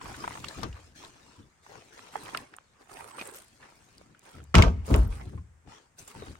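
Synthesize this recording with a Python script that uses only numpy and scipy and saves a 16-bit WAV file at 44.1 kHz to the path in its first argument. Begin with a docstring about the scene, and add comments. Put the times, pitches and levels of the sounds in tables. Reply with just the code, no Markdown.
"""Parking place on gravel, outdoors: a car door slams, with steps and rustling clothes around it.
Damped modes and soft pushes make the body boom; noise washes and modes the panels; short bursts the latch.
A second, duller door thud follows at once. Ground and trees return faint copies of the door sounds.
Clicks, knocks, scuffs and a creak are ringing ticks; grainy noise makes the gravel crunch and the cloth hiss.
A hand shifting on the camera rumbles over quiet outdoor air."""
import sys
import numpy as np
from scipy import signal
from scipy.fft import rfft, irfft, next_fast_len
from scipy.io import wavfile
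from scipy.ndimage import uniform_filter1d, map_coordinates

SR = 44100
rng = np.random.default_rng(int(sys.argv[2]) if len(sys.argv) > 2 else 0)


def wav_record(signal):
    """Record a signal, one row per channel, as 16-bit PCM in the file named by sys.argv[1]."""
    frames = np.transpose(np.atleast_2d(signal))
    bounded = np.clip(frames, -1, 1)
    # unit amplitude maps onto the largest positive 16-bit level
    quanta = np.round(bounded * 32767).astype(np.int16)
    wavfile.write(sys.argv[1], SR, quanta)


N = 281799
TIME = np.arange(N) / SR  # s
FFT_SIZE = next_fast_len(N, True)
FREQ = np.fft.rfftfreq(FFT_SIZE, 1 / SR)  # Hz


def amp(db):
    """Decibels to gain."""
    return 10 ** (np.asarray(db) / 20)


def unit(x):
    """Scales to rms 1."""
    return x / np.sqrt(np.mean(x ** 2) + 1e-20)


def decay(t, t60_s):
    """Exponential decay, 60 dB down after t60_s."""
    return np.exp(-np.log(1000) * t / t60_s)


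def read(points, hz):
    """Interpolates a spectrum table on a log-frequency axis."""
    f, value = np.transpose(points)
    return np.interp(np.log(hz + 1), np.log(f + 1), value)


def resonance(hz, centre_hz, sharpness):
    """Gain of a resonance, 1 at its centre."""
    return 1 / (1 + (sharpness * (hz / centre_hz - centre_hz / (hz + 1))) ** 2)


def panned(db):
    """Left and right gains of constant power for a left-right difference in dB."""
    half_db = np.atleast_1d(db) / 2
    gains = np.array([amp(half_db), amp(-half_db)])
    return gains / np.sqrt(np.mean(gains ** 2, 0))


def add(mix, s, sound):
    """Mixes a stereo sound in at time s."""
    part = mix[:, max(round(s * SR), 0):][:, :sound.shape[-1]]
    part += sound[..., :part.shape[1]]


def colour(x, gain):
    """Filters a whole track by a gain given on FREQ."""
    return irfft(rfft(x, FFT_SIZE) * gain, FFT_SIZE)[:, :N]


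def paired(z, hz):
    """Two unrelated spectra become a microphone pair: alike in the bass, apart in the treble."""
    # left-right likeness: f/Hz, correlation
    likeness = [(60, 0.55), (150, 0.99), (300, 1), (600, 0.21), (1200, 0.084), (16000, 0.071)]
    same = np.clip(read(likeness, hz), -1, 1)
    return np.array([z[0], same * z[0] + np.sqrt(1 - same ** 2) * z[1]])


def random_phases(hz):
    """Two flat spectra of random phase."""
    return np.exp(2j * np.pi * rng.random((2, len(hz))))


def noise(spectrum, grain_db=0, grains_per_s=900, patch_db=0, patch_hz=260, patch_s=0.046):
    """Stereo noise of a given spectrum, in short grains of uneven size whose colour wanders in patches."""
    draws = np.minimum(rng.exponential(1, N), 4)
    sizes = amp(grain_db * draws[(TIME * grains_per_s).astype(int)])
    grains = rng.standard_normal((2, N)) * sizes / np.sqrt(uniform_filter1d(sizes ** 2, size=3000))
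    hz, t, z = signal.stft(grains, SR, nperseg=512, noverlap=384)
    field = rng.standard_normal((512, 256))
    places = np.meshgrid(t / patch_s, hz / patch_hz, indexing="ij")
    patches = unit(map_coordinates(field, places, order=1, mode="wrap"))
    gain = amp(read(spectrum, hz) + patch_db * patches)
    gain /= np.linalg.norm(gain, axis=1, keepdims=True)  # patches move the colour and keep the power
    z = paired(z.transpose(0, 2, 1), hz) * gain
    return unit(signal.istft(z.transpose(0, 2, 1), SR, nperseg=512, noverlap=384)[1][:, :N])


def burst(gain_at, t60_s, size=8192):
    """A sharp dying burst with the spectrum gain_at(hz), scaled to the energy of its envelope."""
    hz, t = np.fft.rfftfreq(size, 1 / SR), np.arange(size) / SR
    z = paired(random_phases(hz), hz) * gain_at(hz)
    shape = amp(-60 * t / t60_s) * (1 - np.exp(-t * SR / 10))  # rises over 10 samples
    return unit(irfft(z) * shape) * np.sqrt(np.mean(shape ** 2))


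def ring(modes, t, phases):
    """Sum of exponentially dying modes (f/Hz, level/dB, t60/s)."""
    return sum(amp(db) * decay(t, t60_s) * np.cos(2 * np.pi * hz * t + phase)
               for (hz, db, t60_s), phase in zip(modes, phases))


def strokes(rows, attack_s, release_s, dip_db=0, size=64):
    """Gain of rows (start/s, hold/s, level/dB): each swells, dips or peaks in mid hold, and dies away."""
    t = TIME[::size]
    start, hold, db = np.transpose(rows)[:, :, None]
    swell = .5 + .5 * np.tanh((t - start) / attack_s)
    progress = np.clip((t - start) / hold, 0, 1)
    held = amp(db + dip_db * (.5 - np.sin(np.pi * progress)))
    gain = swell * held * np.exp(-np.maximum(t - start - hold, 0) / release_s)
    return np.interp(TIME, t, np.linalg.norm(gain, axis=0))


def lurch(depth_db, per_s):
    """Random unevenness of a movement, as a gain of rms 1."""
    draws = np.clip(rng.standard_normal(2048), -1.7, 1.7)
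    return unit(amp(depth_db * np.interp(TIME * per_s, np.arange(len(draws)), draws)))


def click(hz, t60_s, sharpness=2.0, ring_db=0, overtone=2.03, overtone_db=-14,
          soft_cycles=0.8, port_rad=0.31, size=4096):
    """A noise tick in a resonance and its overtone plus a ring at its pitch, with the energy of its decay."""
    t = np.arange(size) / SR

    def gain_at(f):
        return resonance(f, hz, sharpness) + amp(overtone_db) * resonance(f, overtone * hz, sharpness)

    tick = burst(gain_at, t60_s, size=size)
    phase = rng.uniform(0, 2 * np.pi) + port_rad * rng.uniform(-1, 1, (1, 2, 1))
    tone = ring([(hz, ring_db, t60_s)], t, phase)
    x = (tick + tone) * (1 - np.exp(-(hz * t / soft_cycles) ** 2))  # soft onset
    return x * np.linalg.norm(decay(t, t60_s)) / np.linalg.norm(x, axis=1, keepdims=True)


def slips(drive, spread_db, t60_s, centre_hz, pitch_range, tilt_db, count):
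    """Tiny ticks at random moments and pitches, their level following the movement that drives them."""
    out = np.zeros((2, N))
    for when, pitch, size, side in rng.uniform(-1, 1, (count, 4)):
        at = int((when + 1) / 2 * (N - 1))
        gain = drive[..., at, None] * amp(spread_db * size + tilt_db * pitch)
        tick = click(centre_hz * pitch_range ** pitch, t60_s, size=2048)
        add(out, at / SR, gain * panned(4 * side) * tick)
    return out


def boom(ring_db=-1, push_cycles=0.53):
    """Each thump is a soft low push, and the car body rings on."""
    # low thumps and rocking swings of the car body: t/s, level/dB, push swing f/Hz, ring share (factor)
    thumps = [(0.646, -36, 108, 0.98), (0.713, -34, 55.6, 0.5), (0.746, -40, 70, 0.25),
              (1.406, -49, 86, 0.77), (4.564, -12, 153.7, 1.24), (4.581, -7, 60.6, 0.96),
              (4.604, -4.5, 86, 0.22), (4.677, -10.5, 56.6, 0.6), (4.802, -36, 75.6, 2.1),
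              (4.925, -15.5, 87, 0.96), (4.943, -15, 63, 1.3), (4.999, -16, 51.3, 0.85),
              (5.015, -16, 56.3, 0.29), (5.066, -21, 85, 0.22), (5.111, -21.5, 49, 0.3),
              (5.277, -33, 93, 0.66), (5.356, -31.5, 115.6, 1.3), (5.396, -34, 80.2, 0.53),
              (6.298, -44, 65, 1.3)]
    # car body and cabin air modes: f/Hz, relative level/dB, t60/s
    body_modes = [(43.1, -19, .3), (56.3, -19.5, 0.84), (76.95, -9, 0.56), (92.3, -14, 0.26),
                  (110, -11, 0.34), (169.7, -11.5, 0.34), (183.7, -10.5, 0.39), (266, 1.5, 0.61),
                  (312, -10.5, .3)]
    out, t = np.zeros((2, N)), np.arange(SR) / SR
    body = ring(body_modes, t, np.zeros(len(body_modes)))
    u = t - .05  # push peaks at u = 0
    for s, db, hz, share in thumps:
        push = np.exp(-.5 * (u * hz / push_cycles) ** 2) * np.cos(2 * np.pi * hz * u)
        rung = signal.fftconvolve(push, body)[:SR] * 2 / abs(push).sum()
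        add(out, s + u[0], amp(db) * (push + share * amp(ring_db) * rung))
    return out


def panels(skin_db=-11, rattle_db=1.5, count=7, size=24576):
    """Each shake excites skin and window modes and a rattling noise wash that decays band by band."""
    # door panel shakes: t/s, level/dB, dull above f/Hz, rise/s, decay length (factor), left-right/dB
    shakes = [(0.631, -28.5, 3000, 0.00051, 0.49, 4.5), (4.542, -16, 2630, 0.00047, 1.05, -4.5),
              (4.551, -21.5, 13960, 0.0067, 1.0, -3), (4.563, -17, 487, 0.015, 0.84, -2.5),
              (4.583, -15.5, 1940, 0.00068, 0.9, -1.5), (4.622, -32, 6960, 0.0012, 0.7, 2),
              (4.635, -21, 2440, 0.00061, 0.54, -3.5), (4.655, -22.5, 695, 0.0059, 0.58, -2.5),
              (4.677, -29, 2383, 0.0013, 0.34, -2.5), (4.874, -28.5, 398, 0.018, 1.0, -2),
              (4.901, -21, 421, 0.013, 1.0, -1.5), (4.940, -21, 830, 0.0063, .9, 0.5),
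              (4.979, -39.5, 880, 0.0066, 1.4, -18), (5.327, -44, 338, 0.0033, .6, -2)]
    # panel wash spectrum: f/Hz, relative density/dB
    wash_spectrum = [(82, -36.5), (140, -7.5), (174, -10), (286, -13.5), (425, -15.5), (529, -14.5),
                     (851, -17.5), (921, -12), (1370, -12), (1700, -21), (2630, -22), (4590, -29),
                     (5940, -24.5), (16000, -61)]
    # panel wash decay before the length factor: f/Hz, t60/s
    wash_decay = [(150, 0.39), (500, 0.34), (1200, 0.078), (3000, 0.22), (8000, 0.3), (16000, 0.14)]
    # door skin and window modes: f/Hz, relative level/dB, t60/s before the length factor
    skin_modes = [(378.6, -11.5, 0.23), (435.4, -4, 0.25), (494, -15, .33), (677, -10, 0.15),
                  (770, -10.5, 0.17), (950, -3.5, 0.33), (1102, -5, 0.21), (1207, 0.5, 0.29),
                  (1190, 1, 0.2), (1450, -3.5, 0.19), (1418, -1.5, 0.37), (1630, -11.5, 0.44),
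                  (1560, -2, .22), (1809, -8, 0.18), (2270, -10.5, 0.1), (2640, -13, .14),
                  (2995, -4.5, 0.12), (3330, -12, .13), (3176, -16.5, .17), (4100, -7, .15)]
    out, t, hz = np.zeros((2, N)), np.arange(size) / SR, np.fft.rfftfreq(size, 1 / SR)
    centres_hz = np.geomspace(125, 16000, count)
    bands = [read(list(zip(centres_hz, row)), hz) for row in np.eye(count)]
    ports = rng.uniform(0, 2 * np.pi, (len(skin_modes), 2, 1))  # each mode has its own phase at each port
    for s, db, dull_hz, rise_s, length, pan_db in shakes:
        def soft(f):
            return 1 / np.sqrt(1 + (f / dull_hz) ** 3)

        z = paired(random_phases(hz), hz) * amp(read(wash_spectrum, hz)) * soft(hz)
        z /= irfft(z).std()
        wash = sum(irfft(z * band) * decay(t, length * read(wash_decay, f))
                   for f, band in zip(centres_hz, bands))
        rattle = amp(rattle_db * unit(uniform_filter1d(rng.standard_normal(size), size=130)))
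        modes = [(f, level + 20 * np.log10(soft(f)), t60_s * length) for f, level, t60_s in skin_modes]
        skin = ring(modes, t, ports + rng.uniform(0, 2 * np.pi, (len(skin_modes), 1, 1)))
        shake = (wash * rattle + amp(skin_db) * skin) * (1 - np.exp(-t / rise_s))
        add(out, s, amp(db) * panned(pan_db) * shake)
    return out


def latch(steel_db=-5, crack_db=1, steel_rise_s=.0003):
    """The latch snaps over the striker: hard cracks of a few milliseconds and the short ring of the steel."""
    # snaps: t/s, level/dB, crack t60/s, left-right/dB
    snaps = [(4.5426, -24.5, .014, 3), (4.5523, -8.5, 0.016, 1), (4.583, -19.5, 0.012, -1),
             (4.6225, -12, 0.016, 3), (4.9399, -29.5, 0.0084, -18), (4.9418, -21.5, 0.0088, 4)]
    # crack spectrum: f/Hz, relative density/dB
    crack_spectrum = [(400, -19), (1000, -16.5), (1600, -18.5), (2200, 9), (2550, -7.5), (3000, -5.5),
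                      (3700, -8.5), (4500, -6), (5600, -10), (8000, -14.5), (11000, -28.5), (16000, -33)]
    # latch steel modes: f/Hz, relative level/dB, t60/s
    steel_modes = [(1130, -10, 0.031), (2450, -16.5, 0.02), (2530, 5.5, 0.011), (2904, -5, 0.035),
                   (2930, 0, 0.013), (3700, -14, 0.035), (5304, -11, .02)]
    out, t = np.zeros((2, N)), np.arange(8192) / SR
    for s, db, t60_s, pan_db in snaps:
        crack = amp(crack_db) * burst(lambda f: amp(read(crack_spectrum, f)), t60_s)
        steel = ring(steel_modes, t, rng.uniform(0, np.pi, (len(steel_modes), 2, 1)))
        steel *= 1 - np.exp(-t / steel_rise_s)
        add(out, s, amp(db) * panned(pan_db) * (crack + amp(steel_db) * steel))
    return out


def shudder(centre_hz=78, sharpness=2.2, attack_s=.012, release_s=0.08):
    """The whole car shudders as a door is swung or shut: lumpy low narrow-band noise."""
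    # shudders: start t/s, hold/s, level/dB
    shudder_rows = [(0.65, .04, -44), (4.36, 0.22, -49.5), (4.57, 0.12, -24), (4.92, 0.088, -24),
                    (5.35, 0.045, -43)]
    rumble = unit(colour(rng.standard_normal((1, N)), resonance(FREQ, centre_hz, sharpness)))
    return strokes(shudder_rows, attack_s, release_s) * rumble


def ground(x, delay_s=0.0046, echo_db=-9, low_hz=600):
    """The gravel throws the sharp part of each sound back a moment later."""
    sharp = FREQ / np.hypot(FREQ, low_hz)
    return colour(x, 1 + amp(echo_db) * sharp * np.exp(-2j * np.pi * FREQ * delay_s))


def trees(x, t60_s=1.0, dull_hz=2200, build_up_s=0.019):
    """Dull scatter from the trees round the parking place: sparse random echoes, dying away."""
    t = np.arange(SR) / SR
    taps = rng.standard_normal((2, SR)) * (rng.random((2, SR)) < .05)
    taps = taps * decay(t, t60_s) * (1 - np.exp(-t / build_up_s))
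    tail = signal.fftconvolve(x, unit(taps) / np.sqrt(SR), axes=1)[:, :N]
    return colour(tail, 1 / np.hypot(1, FREQ / dull_hz))


def clicks():
    """Clicks, knocks, short scuffs and a brief creak near 3.2 s: ringing ticks, some longer."""
    # ticks: t/s, level/dB, pitch f/Hz, t60/s, left-right/dB
    click_rows = [(0.013, -36.5, 1035, 0.044, 0), (0.056, -36.5, 1103, 0.068, -12),
                  (0.143, -37.5, 1480, 0.033, -1), (0.239, -27.5, 956, 0.045, 3),
                  (0.277, -23, 965, 0.019, 1.5), (0.307, -32, 960, 0.014, 10),
                  (0.353, -34.5, 880, 0.034, 0), (0.373, -36, 1140, 0.024, 2),
                  (0.442, -31.5, 1180, 0.025, -4), (0.444, -31, 2900, 0.021, -3),
                  (0.484, -33, 4100, 0.034, 9), (0.632, -32.5, 4350, 0.025, 7),
                  (0.728, -45.5, 2850, 0.025, 0), (1.048, -40.5, 3370, 0.014, 14),
                  (1.664, -43, 1010, .022, -2), (1.991, -38, 1240, 0.013, -11),
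                  (2.1555, -20, 825, 0.018, -9.5), (2.235, -44, 9800, .012, 0),
                  (2.259, -38, 1500, 0.011, -13), (2.3477, -21.5, 1354, 0.024, -6),
                  (2.3731, -20.5, 3940, 0.003, 30), (2.374, -31, 2540, 0.021, -1),
                  (2.539, -34.5, 1570, 0.0057, -8), (2.565, -41, 8700, 0.013, -1),
                  (2.585, -34, 1300, 0.0069, -4.5), (3.182, -33, 1160, 0.03, -6),
                  (3.192, -37, 2460, 0.073, -3), (3.212, -34, 2460, 0.041, -2),
                  (3.225, -43, 2170, 0.013, 1), (3.273, -38, 9000, 0.023, -1), (3.357, -45, 11800, 0.07, 2),
                  (3.627, -49.5, 1725, 0.11, -3), (3.981, -45.5, 4760, 0.015, -1),
                  (4.012, -42, 503, 0.013, -6), (4.148, -50.5, 1500, 0.02, 3), (4.193, -47, 6900, .008, -4),
                  (4.402, -48, 1370, 0.03, 0), (4.44, -46.5, 7750, 0.0065, -2),
                  (4.866, -40, 8800, 0.012, 1), (4.903, -26, 460, 0.028, -3),
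                  (4.912, -22.5, 263, 0.058, -2), (4.962, -28.5, 9300, 0.0081, -2),
                  (5.077, -44, 13800, 0.007, 0), (5.198, -40.5, 1105, 0.0071, -13),
                  (5.332, -46, 389, 0.041, 11), (5.375, -49, 1057, 0.087, -3), (5.989, -44, 6140, 0.074, 3),
                  (6.077, -41, 7260, 0.04, -4), (6.221, -35, 410, 0.042, 3), (6.222, -40, 1126, 0.018, 0),
                  (6.283, -43, 1400, 0.016, -6), (6.354, -39.5, 1270, 0.0081, 3)]
    out = np.zeros((2, N))
    for s, db, hz, t60_s, pan_db in click_rows:
        add(out, s, amp(db) * panned(pan_db) * click(hz, t60_s))
    return out


def pressure(attack_s=0.024, release_s=0.053, dip_db=1.5):
    """How hard the soles press and turn on gravel, left and right; it dips between heel and toe."""
    # steps: start t/s, hold/s, relative level/dB, left-right/dB
    steps = [(0.01, 0.11, -43, -3), (0.19, 0.13, -42, -2.5), (0.464, 0.17, -46.5, 3),
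             (0.745, .02, -49.5, 2), (0.996, 0.057, -49.5, -1.5), (1.14, 0.23, -59, 3),
             (1.676, 0.084, -49, 3), (1.92, 0.16, -52.5, 4), (2.137, 0.25, -41.5, -3),
             (2.514, 0.029, -55.5, 0), (2.74, 0.078, -58.5, -1), (2.885, 0.41, -47, -7),
             (2.995, 0.011, -42.5, -3), (3.175, 0.058, -42, -1.5), (3.36, 0.042, -60, 15),
             (3.613, 0.079, -53.5, -0.5), (3.785, 0.39, -65, 1), (4.231, 0.14, -52, -3),
             (4.854, .36, -48, -2.5), (5.677, 0.06, -51.5, 2), (6.06, 0.21, -49, 0),
             (6.206, 0.011, -48.5, 4)]
    sides = [[(s, hold, db + 20 * np.log10(panned(pan_db)[side, 0])) for s, hold, db, pan_db in steps]
             for side in range(2)]
    return np.array([strokes(rows, attack_s, release_s, dip_db) for rows in sides])


def footsteps(scuff_db=-3):
    """Gravel crunches in coarse noise grains under the soles."""
    # crunch spectrum: f/Hz, relative density/dB
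    gravel = [(100, -28.5), (250, -4), (420, 1.5), (620, -4.5), (850, 0.5), (1100, -2), (1350, -3),
              (1900, -9), (2600, -12), (3500, -23.5), (6000, -22), (9000, -49.5)]
    crunch = noise(gravel, grain_db=3.0, grains_per_s=400, patch_db=4.5, patch_hz=133.5, patch_s=.03)
    return amp(scuff_db) * pressure() * lurch(depth_db=3.0, per_s=51) * crunch


def grit(grit_db=0):
    """Small stones slip under the sole, as loud as the step is heavy; the small high ones are weaker."""
    return amp(grit_db) * slips(pressure(), spread_db=3.5, t60_s=0.0099, centre_hz=1780,
                                pitch_range=2.8, tilt_db=-1, count=170)


def clothes(cloth_db=-0.5, fizz_db=-.5, tick_db=6, walk_db=-71, walk_until_s=5.3, walk_fade_s=.1):
    """Cloth hisses and ticks in fine grains: a faint rustle through the walk, a swish at each limb swing."""
    # swishes: start t/s, hold/s, relative level/dB, top octave against the rest/dB
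    swishes = [(0.01, 0.39, -51, -5), (0.424, 0.19, -50, -8.5), (0.655, 0.22, -60.5, -10),
               (0.951, 0.12, -52.5, -11), (1.116, .29, -62, -10), (1.63, .27, -60, -8.5),
               (1.922, 0.17, -55.5, -10), (2.117, 0.28, -54, -3), (2.8, .015, -67.5, 1.5),
               (2.89, .26, -68, 12.5), (3.172, 0.12, -62, 11), (3.334, 0.042, -54, 5),
               (3.44, .58, -65.5, -5.5), (4.228, 0.14, -63, -2), (4.855, .13, -51.5, 1),
               (5.101, .07, -58, 0), (5.196, 0.16, -69, -2), (5.681, 0.094, -56.5, -22),
               (5.98, 0.032, -55.5, 3.5), (6.075, 0.017, -57, 4.5), (6.15, .17, -56, -7)]
    # cloth hiss spectrum: f/Hz, relative density/dB
    cloth_spectrum = [(1200, -3.5), (2500, -3.5), (4500, -5.5), (7000, -7), (9000, -15), (11000, -30.5)]
    # top-octave fizz spectrum: f/Hz, relative density/dB
    fizz_spectrum = [(6500, -13.5), (8800, -4), (10500, -16.5), (12200, -14), (14000, -29.5), (16000, -18)]
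    swing = dict(attack_s=0.0096, release_s=0.054, dip_db=-1.5)  # loudest in mid swing
    walk = amp(walk_db) * np.exp(-np.maximum(TIME - walk_until_s, 0) / walk_fade_s)
    rub = strokes([(s, hold, db) for s, hold, db, top_db in swishes], **swing)
    rub_top = strokes([(s, hold, db + top_db) for s, hold, db, top_db in swishes], **swing)
    hiss = noise(cloth_spectrum, grain_db=2.5, grains_per_s=1100, patch_db=4.0, patch_hz=219.5, patch_s=.035)
    cloth = amp(cloth_db) * np.hypot(rub, walk) * hiss
    fizz = amp(fizz_db) * rub_top * noise(fizz_spectrum, grain_db=3.5, grains_per_s=570,
                                          patch_db=3.5, patch_hz=302.4)
    ticks = slips(rub_top, spread_db=5, t60_s=.007, centre_hz=9220, pitch_range=1.1, tilt_db=-2.5, count=110)
    return cloth + fizz + amp(tick_db) * ticks


def handling(rumble_db=-2, footfall_db=-16):
    """The hand shifting its grip and each footfall rumble in the camera body."""
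    # grip shifts: start t/s, hold/s, relative level/dB
    grips = [(0.01, 0.47, -47), (0.57, 0.1, -39.5), (0.85, 0.62, -61.5), (1.39, 0.013, -45),
             (1.7, .08, -56), (2.15, 0.27, -58), (2.92, 0.059, -60), (3.5, 0.43, -64.5),
             (3.95, 0.17, -57.5), (4.34, 0.073, -47), (5.2, 0.17, -46.5), (5.66, 0.023, -49),
             (6.0, 0.018, -52), (6.155, 0.16, -44.5)]
    # rumble spectrum: f/Hz, relative density/dB
    rumble_spectrum = [(20, -11.5), (45, 1), (80, 10), (125, 3.5), (200, 2.5), (310, 1.5), (430, -7),
                       (550, -10.5), (700, -41), (1100, -73.5)]
    grip = strokes(grips, attack_s=0.013, release_s=0.026, dip_db=2.5)
    hand = np.hypot(grip, amp(footfall_db) * pressure())
    return amp(rumble_db) * hand * lurch(depth_db=2.0, per_s=38) * noise(rumble_spectrum)


def outdoor_air(air_db=-67):
    """Quiet outdoor air: steady coloured noise."""
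    # air spectrum: f/Hz, relative density/dB
    air_spectrum = [(18, -36.5), (30, -4), (64, 1.5), (295, -16.5), (1720, -16.5), (4080, -33), (8080, -24),
                    (12300, -43.5), (13700, -40.5), (16000, -45)]
    return amp(air_db) * noise(air_spectrum)


def scene(scatter_db=-27):
    """Doors with their echoes, clicks, steps, clothes, handling and air."""
    doors = ground(boom() + shudder() + panels() + latch())
    person = clicks() + grit() + footsteps() + clothes() + handling()
    return doors + amp(scatter_db) * trees(doors) + person + outdoor_air()


def record(dry, low_hz=26, lag_s=0.00043, lag_below_hz=350, edge_hz=16100):
    """Ports colour the sound and cut deep bass; bass lags at right; peaks are rounded, then band-limited."""
    # port colour: f/Hz, left-right/dB
    mic_side = [(90, 1), (180, 5), (500, 2.5), (950, 1), (1500, 1.5), (2600, -0.5), (3800, 1.5),
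                (5800, 5.5), (7200, 4), (8500, -4), (10000, -7), (12000, 0)]
    lead_rad = np.pi * FREQ * lag_s / np.hypot(1, FREQ / lag_below_hz)  # half the lag for each port
    x = colour(dry, panned(read(mic_side, FREQ)) * np.exp(1j * np.array([lead_rad, -lead_rad])))
    x = signal.sosfilt(signal.butter(1, low_hz, "high", fs=SR, output="sos"), x)
    x = x / (1 + (x / .95) ** 8) ** (1 / 8)
    band_limit = signal.firwin(511, edge_hz, window=("kaiser", 9), fs=SR)
    return signal.oaconvolve(x, band_limit[None], "same")


dry = scene()
out = record(dry)
wav_record(out)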